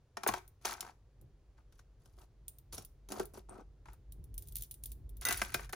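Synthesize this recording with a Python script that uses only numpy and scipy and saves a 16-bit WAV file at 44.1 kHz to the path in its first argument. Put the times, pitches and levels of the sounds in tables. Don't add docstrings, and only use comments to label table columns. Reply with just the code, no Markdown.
import sys
import numpy as np
from scipy import signal
from scipy.fft import rfft, irfft
from scipy.io import wavfile
from scipy.ndimage import uniform_filter1d

SR = 44100
rng = np.random.default_rng(int(sys.argv[2]) if len(sys.argv) > 2 else 0)


def to_wav(s):
    ch = np.atleast_2d(s).T
    pcm = np.round(np.clip(ch, -1, 1) * 32767)
    wavfile.write(sys.argv[1], SR, pcm.astype(np.int16))


N = 253559
TIME_S = np.arange(N) / SR

# frequency in Hz, relative density in dB.
AIR_SPECTRUM = [(20, -7.5), (35, -13.5), (84, -2.5), (137, -4), (185, -20.5), (450, -19), (641, -25),
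                (1160, -31.5), (2500, -38.5), (9000, -43.5), (16000, -49.5)]
# time in seconds, strength in dB.
ARM_MOTION = [(0.0, -69), (0.24, -82), (0.32, -50), (0.37, -64), (4.08, -55), (4.19, -45.5), (4.24, -47),
              (4.61, -48.5), (4.68, -57), (4.96, -46.5), (5.72, -50), (5.75, -65)]
# frequency in Hz, relative density in dB.
BUMP_SPECTRUM = [(40, -14), (75, 3), (130, 0.5), (185, -13), (260, -18.5), (390, -16.5), (600, -34),
                 (1200, -46.5), (8000, -83)]
# time in seconds, level in dB.
THUMPS = [(0.29, -51), (1.222, -55), (2.748, -52), (3.19, -54), (4.179, -60.5), (5.31, -53.5),
          (5.55, -51.5)]

# lowest and highest
# frequency in Hz, T60 in seconds, crack decay in seconds, touches per second when dragged.
PARTS = [(291.8, 620, 0.045, 0.0089, 250), (678.8, 1200, .042, 0.0027, 400),
         (1278, 2600, .045, 0.0017, 450), (2717, 8700, 0.067, .002, 450), (8640, 13930, 0.059, 0.0016, 350)]
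BEADS, LINKS = 3, 4
# left phase lead in radians, uncorrelated
# side signal as a ratio, left over right in dB, room send in dB.
MIC_PATHS = [(-0.76, 0.16, 0.5, -15.5), (1, 0.3, 3.5, -17), (.9, 0.33, 2.5, -13), (1, 0.45, 2.5, -15.5),
             (0, .6, 0, -18.5)]
# offset in dB, dB per dB of brightness, change when
# pinned in dB, change when swept in dB.
PART_SHARES = [(-10.5, -0.62, 9.5, 1.5), (-0.5, -0.5161, -3, -4), (-3, -0.3463, -10.5, 4),
               (0.5, 0.3046, -2.5, -2), (1, 0.4912, 2, 1.5)]
PINNED_FROM_S, PINNED_TO_S, SWEPT_FROM_S = 1.95, 3.7, 5.2
# frequency in Hz, width in Hz, lift in dB.
BOARD_RESONANCES = [(205, 20, 18), (374.4, 24, 10), (510, 41, -5), (721.6, 91, 7), (940, 23, 3.5),
                    (1330, 120, 8), (1546, 70, 9), (6000, 1400, 2)]
# time in seconds, strength in dB, brightness
# (fine links over large pieces) in dB.
KNOCKS = [(0.1698, -42.5, -7), (0.234, -40.5, -2), (0.264, -42, -31), (0.2795, -39, 16),
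          (0.2874, -32.5, -11), (0.338, -37, -8.5), (0.65, -39, -10.5), (0.6537, -37, 14.5),
          (0.669, -42, -2), (0.8069, -46, 27), (1.724, -69.5, 5), (1.792, -62.5, 1.5), (2.0578, -63.5, 1),
          (2.7251, -52, 11), (2.7802, -44, 8.5), (3.088, -52, 4.5), (3.1202, -40, 4.5), (3.197, -37.5, -8),
          (3.374, -55, -13), (3.8565, -62, -13), (3.8846, -61, -17), (5.212, -66, 51),
          (5.2518, -44.5, 37.5), (5.267, -55, -4), (5.286, -35, 14.5), (5.308, -35, 4),
          (5.325, -37.5, 20.5), (5.4165, -31.5, -3.5), (5.544, -30, 0.5), (5.594, -51.5, -14),
          (5.6932, -53, 1.5), (5.7306, -40.5, -2.5)]
# start and end in seconds, strength in dB, brightness in dB.
DRAGS = [(0.175, 0.24, -67, -11), (0.28, 0.382, -50, -6.5), (0.614, 0.659, -67.5, 4), (0.65, 0.732, -43, 1),
         (0.722, 0.903, -60.5, -11), (1.572, 1.598, -74, -14), (1.721, 1.808, -80.5, 10),
         (1.999, 2.17, -77.5, 0), (2.179, 2.236, -63.5, -4), (2.727, 2.742, -47, 13.5),
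         (2.741, 2.825, -58, 3), (3.103, 3.233, -50, -9), (3.337, 3.389, -56.5, -2.5),
         (3.489, 3.612, -62.5, -20), (3.857, 3.94, -70.5, -9), (5.219, 5.24, -49, 3),
         (5.261, 5.323, -43, -11), (5.317, 5.447, -47.5, 9), (5.457, 5.649, -54.5, 2.5)]
# time in seconds, strength in dB.
CLICKS = [(0.2749, -26), (0.4779, -54.5), (1.213, -61.5), (2.4813, -38), (2.585, -52.5), (2.849, -46.5),
          (3.255, -47), (3.932, -56.5), (4.1218, -49), (4.2404, -57), (4.3418, -50.5), (4.379, -37),
          (4.4227, -47), (4.4728, -51), (4.485, -47.5), (4.5228, -48), (4.5559, -33), (4.567, -35),
          (4.584, -41.5), (4.609, -44.5), (4.6224, -36.5), (4.635, -42.5), (4.7111, -39.5), (4.7414, -47.5),
          (4.837, -39), (4.8576, -37.5), (4.9181, -42.5), (5.093, -53.5), (5.169, -52.5), (5.374, -37),
          (5.541, -33), (5.726, -41.5)]
# frequency in Hz, width in Hz, lift in dB.
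PALM_RESONANCES = [(3550, 700, 6), (14600, 1600, 9.5)]
# time in seconds, frequency in Hz, level in dB, T60 in seconds.
CHARM_PINGS = [(2.7815, 5500, -49, 0.073), (3.4951, 8600, -38, 0.031), (3.4946, 9360, -48.5, 0.029)]
# start and end in seconds, strength in dB.
PALM_ROLLS = [(4.408, 4.522, -63.5), (4.551, 4.648, -54), (4.827, 4.91, -62.5)]
# frequency in Hz, level in dB, T60 in seconds.
PENDANT_MODES = [(1460, -36, 0.1), (1994, -34, 0.11), (2772, -48, 0.16), (3730, -41.5, 0.089),
                 (5060, -50, 0.11), (6184, -34.5, 0.058), (9120, -31.5, 0.055), (14805, -32.5, .09)]

# frequency in Hz, width in Hz, gain in dB.
MIC_DIPS = [(8350, 2000, -6), (12390, 4400, -17.5)]
# frequency in Hz, width in Hz.
LEFT_PORT_RESONANCES = [(8300, 1200), (11900, 1500), (15500, 1200)]


def from_db(db):
    return 10 ** (np.asarray(db) / 20)


def add(track, start_s, sound):
    start = int(np.clip(round(start_s * SR), 0, N - 1))
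    track[:, start:start + sound.shape[1]] += sound[:, :N - start]


def convolve(x, response):
    return signal.oaconvolve(np.atleast_2d(x), response, axes=1)[:, :N]


def levelled(x, span_s):
    power = uniform_filter1d(np.mean(x ** 2, axis=0), max(int(span_s * SR), 1))
    return x / np.sqrt(np.maximum(power, 0) + 1e-3 * power.mean())


def resonance(x, hz, width_hz, lift_db):
    b, a = signal.iirpeak(hz, hz / width_hz, fs=SR)
    return x + (from_db(lift_db) - 1) * signal.lfilter(b, a, x)


def stroke(start_s, end_s, rise_s, fall_s):
    fade = np.maximum(start_s - TIME_S, 0) / rise_s + np.maximum(TIME_S - end_s, 0) / fall_s
    return np.exp(-np.minimum(fade, 20))


def noise(spectrum, mono_below_hz):
    hz = np.maximum(np.fft.rfftfreq(N, 1 / SR), 1)
    points_hz, points_db = np.transpose(spectrum)
    gain = from_db(np.interp(np.log(hz), np.log(points_hz), points_db))
    mid, side = rfft(rng.standard_normal((2, N)))
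    side = side * hz / (hz + mono_below_hz)
    shaped = irfft(gain * np.array([mid + side, mid - side]), N)
    return shaped / np.sqrt(np.mean(shaped ** 2) + 1e-20)


def room_air(level_db=-68):
    return from_db(level_db) * noise(AIR_SPECTRUM, mono_below_hz=2700)


def table_rumble(boom_gain_db=-1.5, bump_gain_db=-9.5):
    arms_db = np.interp(TIME_S, *np.transpose(ARM_MOTION))
    thumps = sum(from_db(db) * stroke(s, s, rise_s=0.015, fall_s=0.04) for s, db in THUMPS)
    push_spectrum = [(15, -28.5), (33, 0), (55, 6.5), (90, -10.5), (200, -40.5), (2000, -91.0)]
    push = noise(push_spectrum, mono_below_hz=890)
    boom = levelled(resonance(push, hz=47, width_hz=11, lift_db=20.5), span_s=0.26)
    bumps = levelled(noise(BUMP_SPECTRUM, mono_below_hz=560), span_s=0.17)
    return from_db(arms_db + boom_gain_db) * boom + (from_db(arms_db + bump_gain_db) + thumps) * bumps


def contact(part, crack_db=8.0, body=BOARD_RESONANCES):
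    low_hz, high_hz, t60_s, crack_s, _ = PARTS[part]
    lead_rad, side_ratio, pan_db, _ = MIC_PATHS[part]
    t = np.arange(SR // 10) / SR
    sides = np.array([[1], [-1]])
    mid, side = signal.hilbert(rng.standard_normal((2, len(t))))
    ring = np.real((mid + sides * side_ratio * side) * np.exp(.5j * sides * lead_rad))
    ring *= from_db(sides * pan_db / 2)
    ring *= from_db(-60 * t / t60_s) * (1 + from_db(crack_db) * np.exp(-t / crack_s))
    ring = signal.sosfilt(signal.butter(2, [low_hz, high_hz], "band", fs=SR, output="sos"), ring)
    own_modes = [(hz, hz / 50, 6.5) for hz in rng.uniform(low_hz, high_hz, size=3)]
    for hz, width_hz, lift_db in own_modes + body:
        ring = resonance(ring, hz, width_hz, lift_db)
    return ring / np.sqrt(np.mean(ring[:, :SR * 7 // 1000] ** 2))


def strikes(part, touches, crack_db, body):
    out = np.zeros((2, N))
    for start_s, level_db in touches:
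        add(out, start_s, from_db(level_db) * contact(part, crack_db, body))
    return out


def part_db(part, time_s, strength_db, bright_db):
    offset_db, slope, pinned_db, swept_db = PART_SHARES[part]
    pinned = PINNED_FROM_S < time_s < PINNED_TO_S
    swept = time_s > SWEPT_FROM_S
    return strength_db + offset_db + slope * bright_db + pinned_db * pinned + swept_db * swept


def knocks(part, flat_after_s=.003, loss_db=4, dull_db=5.5):
    flats = [(s + flat_after_s, db - loss_db, bright_db - dull_db) for s, db, bright_db in KNOCKS]
    landings = KNOCKS + flats + rocking_taps()
    touches = [(s, part_db(part, s, db, bright_db)) for s, db, bright_db in landings]
    return strikes(part, touches, crack_db=6.5, body=BOARD_RESONANCES)


def room(x, t60_s=0.29, onset_s=0.003):
    t = np.arange(SR // 2) / SR
    tail = rng.standard_normal((2, len(t))) * from_db(-60 * t / t60_s)
    tail *= 1 - np.exp(-(t / onset_s) ** 2)
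    return convolve(x, tail / np.sqrt(np.sum(tail ** 2) / 2))


def dragging(part, strokes, spread_db=4.5, pieces=10):
    touches = rng.random(N) < PARTS[part][-1] / SR
    sizes = from_db(spread_db * np.minimum(rng.exponential(1, N), 4)) * rng.choice([-1, 1], N)
    piece_hit = rng.integers(0, pieces, N)
    hail = sum(convolve(touches * sizes * (piece_hit == k), contact(part)) for k in range(pieces))
    push = sum(from_db(db) * stroke(start_s, end_s, rise_s=0.0013, fall_s=0.012)
               for start_s, end_s, db in strokes)
    return push * levelled(hail, span_s=.035)


def palm_clicks(part, gain_db=1.5, beads_db=-19.5, room_db=-15.5):
    gain = from_db(gain_db + beads_db * (part == BEADS))
    clicks = gain * strikes(part, CLICKS, crack_db=3.5, body=PALM_RESONANCES)
    return clicks + from_db(room_db) * room(clicks)


def rocking_taps(start_s=0.8275, strength_db=-52, bright_db=-12.5, loss_db=3, count=8):
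    gaps_s = .021 * .78 ** np.arange(count)
    return [(start_s + gaps_s[:k].sum(), strength_db - loss_db * k, bright_db) for k in range(count)]


def ringing_metal(pings):
    out = np.zeros((2, N))
    t = np.arange(SR // 3) / SR
    for start_s, hz, level_db, t60_s in pings:
        phase_rad = rng.normal(0, 1.0, (2, 1))
        add(out, start_s, from_db(level_db - 60 * t / t60_s) * np.sin(2 * np.pi * hz * t + phase_rad))
    return out


def palm_rolls(part, beads_db=-8.5):
    return [(start_s, end_s, db + beads_db * (part == BEADS)) for start_s, end_s, db in PALM_ROLLS]


def pendant(start_s=5.245, end_s=5.335, first_db=1.0, loss_db=1.9):
    jostles_s = [s for s, *_ in KNOCKS if start_s < s < end_s]
    return ringing_metal([(s, hz, db + first_db - loss_db * k, t60_s)
                          for k, s in enumerate(jostles_s) for hz, db, t60_s in PENDANT_MODES])


def jewellery(knock_gain_db=-3.5, drag_gain_db=-4.0):
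    out = np.zeros((2, N))
    for part in range(len(PARTS)):
        strokes = [(start_s, end_s, part_db(part, start_s, db, bright_db))
                   for start_s, end_s, db, bright_db in DRAGS]
        if part in (BEADS, LINKS):
            out += palm_clicks(part)
            strokes += palm_rolls(part)
        direct = from_db(knock_gain_db) * knocks(part)
        direct += from_db(drag_gain_db) * dragging(part, strokes)
        out += direct + from_db(MIC_PATHS[part][-1]) * room(direct)
    return out


def scene():
    ringing = pendant() + ringing_metal(CHARM_PINGS)
    pieces = jewellery() + ringing + from_db(-11) * room(ringing)
    return pieces + table_rumble() + room_air()


def record(dry, cutoff_hz=16100):
    for hz, width_hz, gain_db in MIC_DIPS:
        dry = resonance(dry, hz, width_hz, gain_db)
    left, right = dry
    for hz, width_hz in LEFT_PORT_RESONANCES:
        left = left - 2 * signal.lfilter(*signal.iirpeak(hz, hz / width_hz, fs=SR), left)
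    return signal.sosfilt(signal.ellip(8, .3, 70, cutoff_hz, fs=SR, output="sos"), [left, right])


dry = scene()
out = record(dry)
to_wav(out)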